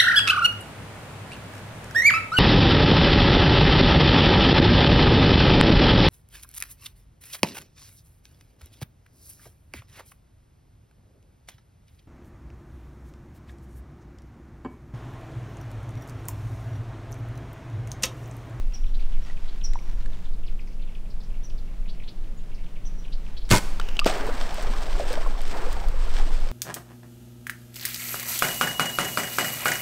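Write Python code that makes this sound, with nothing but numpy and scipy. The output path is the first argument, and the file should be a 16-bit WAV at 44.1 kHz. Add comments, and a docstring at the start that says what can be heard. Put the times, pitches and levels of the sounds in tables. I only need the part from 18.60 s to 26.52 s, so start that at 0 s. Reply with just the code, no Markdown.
"""A bow is shot close by in a flooded pine wood: its string slaps and thrums, its frame rattles and rings.
An arrow strikes, sticks crack, and a deer tears through brush and bounds away through the shallows.
Small birds call over a low wind rumble and faintly ticking reeds. Shaped noise makes wind, rattle and spray;
sine waves make calls, ringing, cracks and bubbles. Echoes follow the birds, bow, sticks and water plops."""
import sys
import numpy as np
from scipy import signal
from scipy.fft import rfft, irfft, next_fast_len
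from scipy.io import wavfile
from scipy.ndimage import uniform_filter1d, map_coordinates

SR = 44100
rng = np.random.default_rng(int(sys.argv[2]) if len(sys.argv) > 2 else 0)


def int16_out(signal):
    """Quantize to a 16-bit WAV file."""
    q = np.round(np.clip(np.atleast_2d(signal).T, -1, 1) * 32767)
    wavfile.write(sys.argv[1], SR, q.astype(np.int16))


N = 349076
TIME = np.arange(N) / SR  # seconds

# In all tables and settings, a "relative" level is shifted again where the layers are mixed.
# Slow gusts of wind. Each row: time in seconds, relative rumble level in dB.
WIND_GUSTS = [(0, -21.8), (0.5, -16.9), (0.85, -23.5), (1.05, -19.9), (1.9, -22.3), (2.3, -27.5),
              (2.9, -24.7), (3.9, -27.3), (4.85, -24.1), (5.1, -19.6), (5.55, -22.0), (6.1, -21.3),
              (6.7, -18.6), (7.0, -20.0), (7.55, -15.5), (7.9, -17.9)]
# Tone of the wind rumble. Each row: frequency in Hz, relative level in dB per Hz.
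RUMBLE_TONE = [(3, -51), (7, -16), (9.5, 2.5), (13, -15.5), (18, 0), (23, -12.5), (34, -17.5), (41, -28),
               (52, -30), (80, -42.5), (200, -88)]
# Tone of the soft air in the wood. Each row: frequency in Hz, relative level in dB per Hz.
AIR_TONE = [(40, -3), (80, 0.5), (180, 0), (290, -8.5), (580, -14.5), (1450, -26), (2900, -28.5),
            (5000, -34), (8500, -37.5), (15500, -45.5)]
# Faint stirring in the reeds. Each row: time in seconds, relative level in dB.
REED_STIRRING = [(0, -60), (.55, -55.5), (1.55, -55), (1.8, -65.5), (3.9, -62), (4.85, -57)]
# Tone of the ticking reeds. Each row: frequency in Hz, relative level in dB per Hz.
REED_TONE = [(300, -10), (700, 4.5), (1700, 2.5), (3200, -0.5), (6000, -7.5), (9000, -17), (15000, -32)]

# High arched chips of a small bird. Each row: start in seconds, relative peak in dB, basic pitch in Hz.
BIRD_CHIPS = [(0.132, -35, 5540), (.625, -49.5, 5500), (1.034, -27, 5600), (2.831, -41, 5860),
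              (3.765, -54, 6800), (4.249, -39.5, 5890), (4.378, -48, 5700)]
# Hoarse two-voiced calls. Each row: start in seconds, relative peak in dB, basic pitch in Hz.
BIRD_RASPS = [(.336, -41, 3880), (.39, -47, 3900), (0.874, -40.5, 3640), (3.282, -39.5, 3920),
              (3.472, -36.5, 3820), (4.518, -38.5, 4130), (4.763, -36, 3900), (4.805, -44, 3700)]
# Nearest falling chirps. Each row: time a fifth of the way in, in seconds, relative peak in dB, middle pitch in Hz.
BIRD_CHIRPS = [(0.241, -46, 2800), (.7701, -45.5, 2650), (1.0131, -42, 3120), (1.8796, -44, 3020),
               (1.992, -43, 2540), (2.3503, -44, 2850), (3.3987, -43.5, 2610), (4.063, -49, 2750),
               (4.4484, -42.5, 2830), (4.664, -46, 2680)]
# Softer chirps: middle pitch, its span as a share, then relative top level and span of level.
FLOCK_HZ, FLOCK_SPREAD, FLOCK_DB, FLOCK_RANGE_DB = 2720, 0.294, -45, 6.5
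# The chips linger on one thin tone among the trees.
CHIP_RING_HZ, CHIP_RING_WIDTH_HZ, CHIP_RING_DB = 5750, 110, -8

# The deer tears out of the brush. Each row: time in seconds, level in dB.
BRUSH_BOLT = [(5.19, -76), (5.22, -47.5), (5.36, -43.5), (5.40, -58), (5.55, -70)]
# Tone of the dry twigs. Each row: frequency in Hz, relative level in dB per Hz.
TWIG_TONE = [(200, 3), (700, 1), (2200, -4), (2850, 3), (3600, -16), (5500, -8.5), (10000, -27),
             (15000, -21)]
# Arrow strike and breaking sticks.
# Each row: start in seconds, relative peak in dB, pitch in Hz, relative splinter level in dB.
STICK_CRACKS = [(1.1345, -40, 7200, 4), (1.189, -38.5, 2300, -11), (1.459, -36, 1730, -7),
                (5.198, -17, 1370, -7.5), (5.213, -30, 2980, -4), (5.2874, -27.5, 2820, -3),
                (5.368, -27, 2930, -5), (5.392, -8, 2750, -15), (5.3964, -18, 4720, -6),
                (5.445, -32.5, 3020, 9), (5.457, -24.5, 4900, 0), (5.474, -25, 2480, 4.5),
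                (5.496, -28, 3130, 5)]
CRACK_T60_S = 0.017  # time to die away by 60 dB

# Largest pockets of air closing in the water.
# Each row: start in seconds, relative peak in dB, starting pitch in Hz, time to fall 60 dB in seconds.
WATER_PLOPS = [(0.699, -42, 1920, 0.035), (1.1562, -25, 930, 0.021), (5.416, -26, 1190, 0.056),
               (5.4615, -10, 360, 0.018), (5.4662, -3, 590, 0.0073), (5.4671, -17, 1170, 0.021),
               (5.982, -30.5, 610, .06), (6.398, -19.5, 635, 0.035), (6.408, -24, 564, 0.054),
               (6.506, -27.5, 503, 0.11), (6.5755, -23, 624, 0.042), (6.662, -30, 1060, 0.042),
               (7.24, -32, 780, 0.047), (7.6, -31, 805, 0.037)]
PLUNGE_S = 5.461  # the deer's first leap hits the water
# Tone of the noise in churning water. Each row: frequency in Hz, relative level in dB per Hz.
CHURN_TONE = [(90, -17), (250, -2), (550, -2), (1000, -2.5), (1700, -6.5), (2600, -15.5), (5000, -34.5)]
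# Tone of spray, splinters and stems. Each row: frequency in Hz, relative level in dB per Hz.
SPRAY_TONE = [(700, 2.5), (1900, 1.5), (3000, 1.5), (5000, -1), (6600, -7.5), (8300, -4.5), (10300, -22.5),
              (13000, -17), (15500, -37)]
# Tone of the body meeting the water. Each row: frequency in Hz, relative level in dB per Hz.
THUMP_TONE = [(50, -8), (150, 1), (500, -1), (1300, 0), (2500, -29)]
# Tone of small stems breaking. Each row: frequency in Hz, relative level in dB per Hz.
SNAP_TONE = [(1500, -6), (5000, 1), (8500, -1.5), (15000, -7)]
# Bounds through the shallows. Each row: start in seconds, relative churn level in dB, relative spray level in dB.
DEER_BOUNDS = [(5.79, -50, -37.5), (5.98, -37, -43), (6.16, -44, -44), (6.35, -42, -44.5),
               (6.471, -34, -37.5), (6.89, -32.5, -40.5), (7.099, -42, -42.5), (7.40, -59, -43.5),
               (7.529, -40, -40)]
SPRAY_RISE_S, SPRAY_T60_S = 0.013, 0.47  # each bound throws up spray
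CHURN_LAG_S, CHURN_RISE_S, CHURN_T60_S = 0.019, 0.022, 0.84  # then the water closes behind the legs
# Disturbed water between bounds. Each row: time in seconds, relative churn level in dB, spray level in dB.
WATER_WAKE = [(5.5, -32.5, -36), (5.65, -35, -45), (5.92, -40.5, -43), (6.62, -42, -46), (6.76, -46, -50),
              (6.87, -45.5, -44), (7.05, -40, -47), (7.33, -45, -53), (7.66, -45, -46), (7.9, -47, -50)]

RELEASE_S = 4.908  # the string reaches its stop
# Release clicks and the arrow sliding off. Each row: start in seconds, relative level in dB.
LET_OFF_CLICKS = [(4.891, -36), (4.901, -26), (4.906, -22)]
SLAP_S, SLAP_DB, SLAP_T60_S = 4.9118, -9.5, 0.023  # first hard slap: start, relative level, decay
# Later slaps: spacing, relative level, loss times swing number squared, decay.
SWING_S, SWING_DB, SWING_LOSS_DB, RATTLE_T60_S = .0098, -18, 0.13, .04
# Tone of the rattling bow. 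Each row: frequency in Hz, relative level in dB per Hz.
RATTLE_TONE = [(880, -15), (1500, -5), (1950, -10.5), (2200, -1), (2280, -10), (2800, -9.5), (3610, -7),
               (5560, -8.5), (6130, -11), (8050, -10), (15500, -29.5)]
# Tone of the limbs and riser, the bow's frame. Each row: frequency in Hz, relative level in dB per Hz.
FRAME_TONE = [(80, -6), (160, 3.5), (235, -4), (300, 2), (460, -3), (600, -0.5), (700, -11), (850, -3),
              (1000, 2.5), (1080, -9), (1320, -6), (1700, -13), (2300, -12), (4000, -26.5)]
# Ringing fittings. Each row: pitch in Hz, relative level in dB, time to fall 60 dB in seconds.
FITTING_RINGS = [(398, -16, 0.18), (507, -8, .15), (845, -2, 0.17), (1306, -1.5, 0.21), (1500, 0, 0.22),
                 (1803, -1, 0.15), (2143, 4, 0.19), (2520, 0, .15), (3620, 3, 0.09), (6701, -5, .13),
                 (8100, -14, .14)]
# String and the limbs that swing with it. 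Each row: pitch in Hz, relative level in dB.
STRING_TONES = [(100, -1), (163, -7), (198, -4.5), (300, -11)]

# Echo among the trunks. Each row: frequency in Hz, time to fall 60 dB in seconds.
WOOD_ECHO = [(100, 0.82), (500, 2), (3000, 1.2), (8000, 0.67), (15000, 0.8)]
# Stereo width of the whole scene. Each row: frequency in Hz, side level in dB.
SCENE_WIDTH = [(30, -67), (120, -39), (2000, -61), (5000, -54), (9000, -24), (14000, -17)]
# The close bow sounds wider. Each row: frequency in Hz, relative side level in dB.
BOW_WIDTH_TONE = [(60, -29), (180, -29), (550, -27), (1650, -48), (4970, -25), (15000, -14)]
TOP_HZ = 15750  # nothing sounds above this


def amp(db):
    """Turn decibels into a gain."""
    return 10 ** (np.asarray(db) / 20)


def unit(x):
    """Scale to an average (rms) strength of 1."""
    return x / np.sqrt(np.mean(x ** 2) + 1e-20)


def along(points, hz):
    """Read values between (Hz, value) points, with frequency on a log scale."""
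    f, v = np.transpose(points)
    return np.interp(np.log(hz + 1), np.log(f + 1), v)


def curves(rows):
    """Give one value per sample for each column after the time."""
    s, *cols = np.transpose(rows)
    return [np.interp(TIME, s, c) for c in cols]


def wobble(rate):
    """Draw a smooth random curve with rate knots a second."""
    knots = rng.standard_normal(int(N * rate / SR) + 4)
    return map_coordinates(knots, [TIME * rate])


def filtered(x, response):
    """Multiply the spectrum of x by a response that depends on frequency."""
    m = next_fast_len(N + SR // 2)
    spectrum = rfft(x, m) * response(np.fft.rfftfreq(m, 1 / SR))
    return irfft(spectrum, m)[..., :N]


def coloured(x, spectrum):
    """Filter x by a tone table, then bring it to rms 1."""
    return unit(filtered(x, lambda hz: amp(along(spectrum, hz))))


def noise(spectrum):
    """Make noise of rms 1 with the given tone."""
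    return coloured(rng.standard_normal(N), spectrum)


def fade(t, t60, attack):
    """Rise at t = 0, then decay exponentially, by 60 dB in each t60."""
    t = np.maximum(t, 0)
    return (1 - np.exp(-t / attack)) * np.exp(-np.log(1000) * t / t60)


def add(track, s, sound):
    """Mix a sound into the track at s seconds."""
    part = track[max(round(s * SR), 0):][:len(sound)]
    part += sound[:len(part)]


def ticks(rate, spread_db):
    """Scatter random impulses of uneven size, about rate a second."""
    hits = rng.random(N) < rate / SR
    signs = rng.choice([-1, 1], N)
    return hits * signs * amp(spread_db * np.clip(rng.standard_normal(N), -2, 2))


def bubbles(pitch_hz, spread, cycles, rise, count):
    """Make a cloud of bubbles, each a dying sine wave whose pitch climbs."""
    start, size, tune = rng.random(count), rng.exponential(size=count), rng.standard_normal(count)
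    t = np.arange(SR // 20) / SR
    turns = pitch_hz * np.exp(spread * tune)[:, None] * t
    tones = np.sin(2 * np.pi * turns * (1 + rise * turns / cycles))
    waves = np.minimum(size, 3)[:, None] * fade(turns, cycles, 0.5) * tones
    index = (start * N).astype(int)[:, None] + np.arange(len(t))
    return unit(np.bincount(index.ravel(), waves.ravel(), N)[:N])


def echo(x):
    """Trunks scatter the sound's energy into a diffuse tail, longest near 500 Hz."""
    hz, t, z = signal.stft(x, SR, nperseg=256)
    decay = fade(t[t < 2], along(WOOD_ECHO, hz)[:, None], 0.011) ** 2
    decay = decay / decay.sum(1, keepdims=True)
    power = signal.fftconvolve(np.abs(z) ** 2, decay, axes=1)[:, :len(t)]
    # random noise carries the smeared energy
    grain = signal.stft(rng.standard_normal(N), SR, nperseg=256)[2]
    tail = np.sqrt(np.abs(power)) * grain / grain.std()
    return signal.istft(tail, SR, nperseg=256)[1][:N]


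def scatter(x, t60):
    """Smear a sound over many random short paths, as nearby stems do."""
    t = np.arange(SR // 4) / SR
    paths = rng.standard_normal(len(t)) * fade(t, t60, 0.00027)
    return signal.fftconvolve(x, paths / np.linalg.norm(paths))[:N]


def whistle(pitch, u):
    """Sing a smooth note on a pitch curve in Hz; u runs from 0 to 1."""
    return np.sin(np.pi * u) * np.sin(2 * np.pi * np.cumsum(pitch) / SR)


def wind():
    """Gusts swell a low noise rumble at the microphone, over the soft air of the wood."""
    rumble_db, = curves(WIND_GUSTS)
    rumble = noise(RUMBLE_TONE)
    # even out the noise so that the gusts alone set its strength
    rumble = rumble / np.sqrt(np.abs(uniform_filter1d(rumble ** 2, size=SR // 3)) + 1e-6)
    air = amp(-47 + 0.22 * wobble(2.86)) * noise(AIR_TONE)
    return amp(rumble_db + 1.0) * rumble + air


def reeds():
    """Stems tick faintly: filtered random clicks whose level flutters."""
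    stir_db, = curves(REED_STIRRING)
    flutter_db = 2.2 * wobble(20)
    return amp(stir_db - 2 + flutter_db) * coloured(ticks(rate=3000, spread_db=7.0), REED_TONE)


def birds():
    """Chips arch in pitch, chirps plunge, and a second voice roughens the hoarse calls."""
    chips, chirps, rasps, far = np.zeros((4, N))

    u = np.linspace(0, 1, int(.036 * SR))
    for s, db, hz in BIRD_CHIPS:
        waver = 0.03 * np.sin(2 * np.pi * (3.43 * u + rng.random()))
        waver = waver + 0.093 * rng.standard_normal(len(u))
        arch = 1.03 - .5 * (u - .42) ** 2
        add(chips, s, amp(db - 4.0) * whistle(hz * (arch + waver), u))

    u = np.linspace(0, 1, int(0.029 * SR))
    for s, db, hz in BIRD_RASPS:
        second_voice = np.sin(2 * np.pi * np.cumsum(rng.normal(650, 2480, len(u))) / SR)
        pitch = hz * (.85 + 0.304 * u + 0.23 * second_voice)
        add(rasps, s, amp(db - 3.5) * whistle(pitch, u))

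    u = np.linspace(0, 1, int(0.01013 * SR))
    fall = np.exp(0.638 * (.5 - u))
    for s, db, hz in BIRD_CHIRPS:
        add(chirps, s - len(u) / SR / 5, amp(db + 1.5) * whistle(hz * fall, u))
    for when, size, tune in rng.random((24, 3)):  # softer chirps at random times
        hz = FLOCK_HZ * (1 + FLOCK_SPREAD * (tune - .5))
        add(chirps, when * N / SR, amp(FLOCK_DB - FLOCK_RANGE_DB * size) * whistle(hz * fall, u))
    for when, size, tune in rng.random((110, 3)):  # the rest of the flock, deep in the wood
        hz = 2400 + 3000 * tune ** 2
        add(far, when * N / SR, amp(-44.0 - 12.0 * size) * whistle(hz * fall, u))

    near = chips + chirps + rasps
    lingering = filtered(echo(chips), lambda hz: np.exp(-((hz - CHIP_RING_HZ) / CHIP_RING_WIDTH_HZ) ** 2))
    calls = amp(CHIP_RING_DB) * lingering + amp(-2.5) * near
    smeared = amp(-6.5) * scatter(near, t60=0.12) + amp(-2.0) * scatter(far, t60=0.18)
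    return calls + smeared + amp(-16) * echo(near)


def brush():
    """Dry twigs crackle in many small clicks as the deer bolts."""
    bolt_db, = curves(BRUSH_BOLT)
    moving = (TIME > BRUSH_BOLT[0][0]) & (TIME < BRUSH_BOLT[-1][0])
    return moving * amp(bolt_db) * coloured(ticks(rate=2200, spread_db=4), TWIG_TONE)


def sticks():
    """Wood rings unevenly for a moment under a burst of splinter noise."""
    track, splinters = np.zeros((2, N))
    t = np.arange(SR // 10) / SR
    for s, db, hz, splinter_db in STICK_CRACKS:
        shape = amp(db + 1.5) * fade(t, CRACK_T60_S, 0.0003)
        drift = 0.11 * np.cumsum(rng.standard_normal(len(t)))  # tearing fibres disturb the ring
        add(track, s, shape * np.sin(2 * np.pi * hz * t + drift))
        add(splinters, s, shape * amp(splinter_db))
    track = track + splinters * amp(-1.5) * noise(SPRAY_TONE)
    return track + amp(-19) * echo(track)


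def plops():
    """Air trapped under the water, as by hooves, rings briefly with a rising pitch."""
    track, t = np.zeros(N), np.arange(SR // 8) / SR
    for s, db, hz, t60 in WATER_PLOPS:
        ring = np.sin(2 * np.pi * hz * t * (1 + 0.051 * t / t60))
        add(track, s, amp(db + 3.5) * fade(t, t60, 0.00048) * ring)
    return track + amp(-12.5) * echo(track)


def splashing():
    """A hard plunge, then bubbles churn and spray falls at each bound while stems snap."""
    wake_churn_db, wake_spray_db = curves(WATER_WAKE)
    churn_power, spray_power = amp(wake_churn_db) ** 2, amp(wake_spray_db) ** 2
    for s, churn_db, spray_db in DEER_BOUNDS:
        churn_swell = amp(churn_db) * fade(TIME - s - CHURN_LAG_S, CHURN_T60_S, CHURN_RISE_S)
        spray_swell = amp(spray_db + 3) * fade(TIME - s, SPRAY_T60_S, SPRAY_RISE_S)
        churn_power = churn_power + churn_swell ** 2
        spray_power = spray_power + spray_swell ** 2
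    running = np.clip((TIME - PLUNGE_S) / 0.023, 0, 1)  # silent until the plunge

    froth = bubbles(pitch_hz=762, spread=.55, cycles=26, rise=0.055, count=2200)
    froth = coloured(froth, [(150, -7.0), (500, -2.0), (1100, -0.5), (4000, -10)])
    gulps = bubbles(pitch_hz=614, spread=0.31, cycles=26, rise=0.044, count=160)
    churn = unit(froth + amp(1.5) * noise(CHURN_TONE) + amp(-6) * gulps)
    drops = coloured(ticks(rate=2500, spread_db=2) * amp(1.9 * wobble(60)), SPRAY_TONE)
    stems = unit(scatter(coloured(ticks(rate=45, spread_db=5), SPRAY_TONE), t60=0.019))
    snaps = unit(scatter(coloured(ticks(rate=13, spread_db=6), SNAP_TONE), t60=0.014))

    smack = amp(-11.5) * fade(TIME - PLUNGE_S, 0.031, .001) * noise(THUMP_TONE)
    spout_noise = amp(-24.5) * noise(SPRAY_TONE) + amp(-28) * noise(CHURN_TONE)
    spout = fade(TIME - PLUNGE_S, 0.21, 0.00088) * spout_noise
    water = amp(1.5) * np.sqrt(churn_power) * churn
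    spray = np.sqrt(spray_power) * (drops + amp(-6) * stems)
    return smack + spout + running * (water + spray + amp(-59.5) * snaps)


def bow():
    """The string thrums against its stop; its slaps rattle the bow, and frame and fittings ring."""
    t = np.maximum(TIME - RELEASE_S, 0)
    swings = [(SLAP_S + k * SWING_S, SWING_DB - SWING_LOSS_DB * k ** 2) for k in range(1, 8)]
    slaps = amp(SLAP_DB) * fade(TIME - SLAP_S, SLAP_T60_S, 0.00042)
    for s, db in list(LET_OFF_CLICKS) + swings:
        slaps = slaps + amp(db) * fade(TIME - s, RATTLE_T60_S, 0.00045)
    rattle = amp(0.5) * slaps * noise(RATTLE_TONE)

    damper = 1 / (1 + (t / 0.091) ** 8)  # the rubber stop chokes the last swings
    frame = amp(-8.5) * fade(t, 0.22, 0.013) * damper * noise(FRAME_TONE)
    ring = np.zeros(N)
    for hz, db, t60 in FITTING_RINGS:
        ring += amp(db) * fade(t, t60, 0.0079) * np.sin(2 * np.pi * (hz * t + rng.random()))
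    thrum = sum(amp(db) * np.sin(2 * np.pi * hz * t) for hz, db in STRING_TONES)
    string = -amp(-7.5) * fade(t, 0.17, 0.0037) * damper * thrum
    clatter = rattle + frame
    return clatter + amp(-22) * ring + string + amp(-16.5) * echo(clatter)


def scene():
    """Every sound is heard nearly centred, with a faint side signal and soft independent hiss on each channel."""
    shot = bow()
    mid = wind() + reeds() + birds() + brush() + sticks() + plops() + splashing() + shot
    # the side signal is added on one channel and taken away on the other
    side = filtered(scatter(mid, t60=0.096), lambda hz: amp(along(SCENE_WIDTH, hz)))
    side = side + filtered(scatter(shot, t60=0.012), lambda hz: amp(along(BOW_WIDTH_TONE, hz) - 6))
    hiss = amp(-69.5) * rng.standard_normal((2, N))
    return np.array([mid + side, mid - side]) + hiss


def record(dry):
    """Round off the highest peaks smoothly, then remove everything from TOP_HZ up."""
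    rounded = dry / (1 + (dry / .78) ** 6) ** (1 / 6)
    return filtered(rounded, lambda hz: hz < TOP_HZ)


dry = scene()
out = record(dry)
int16_out(out)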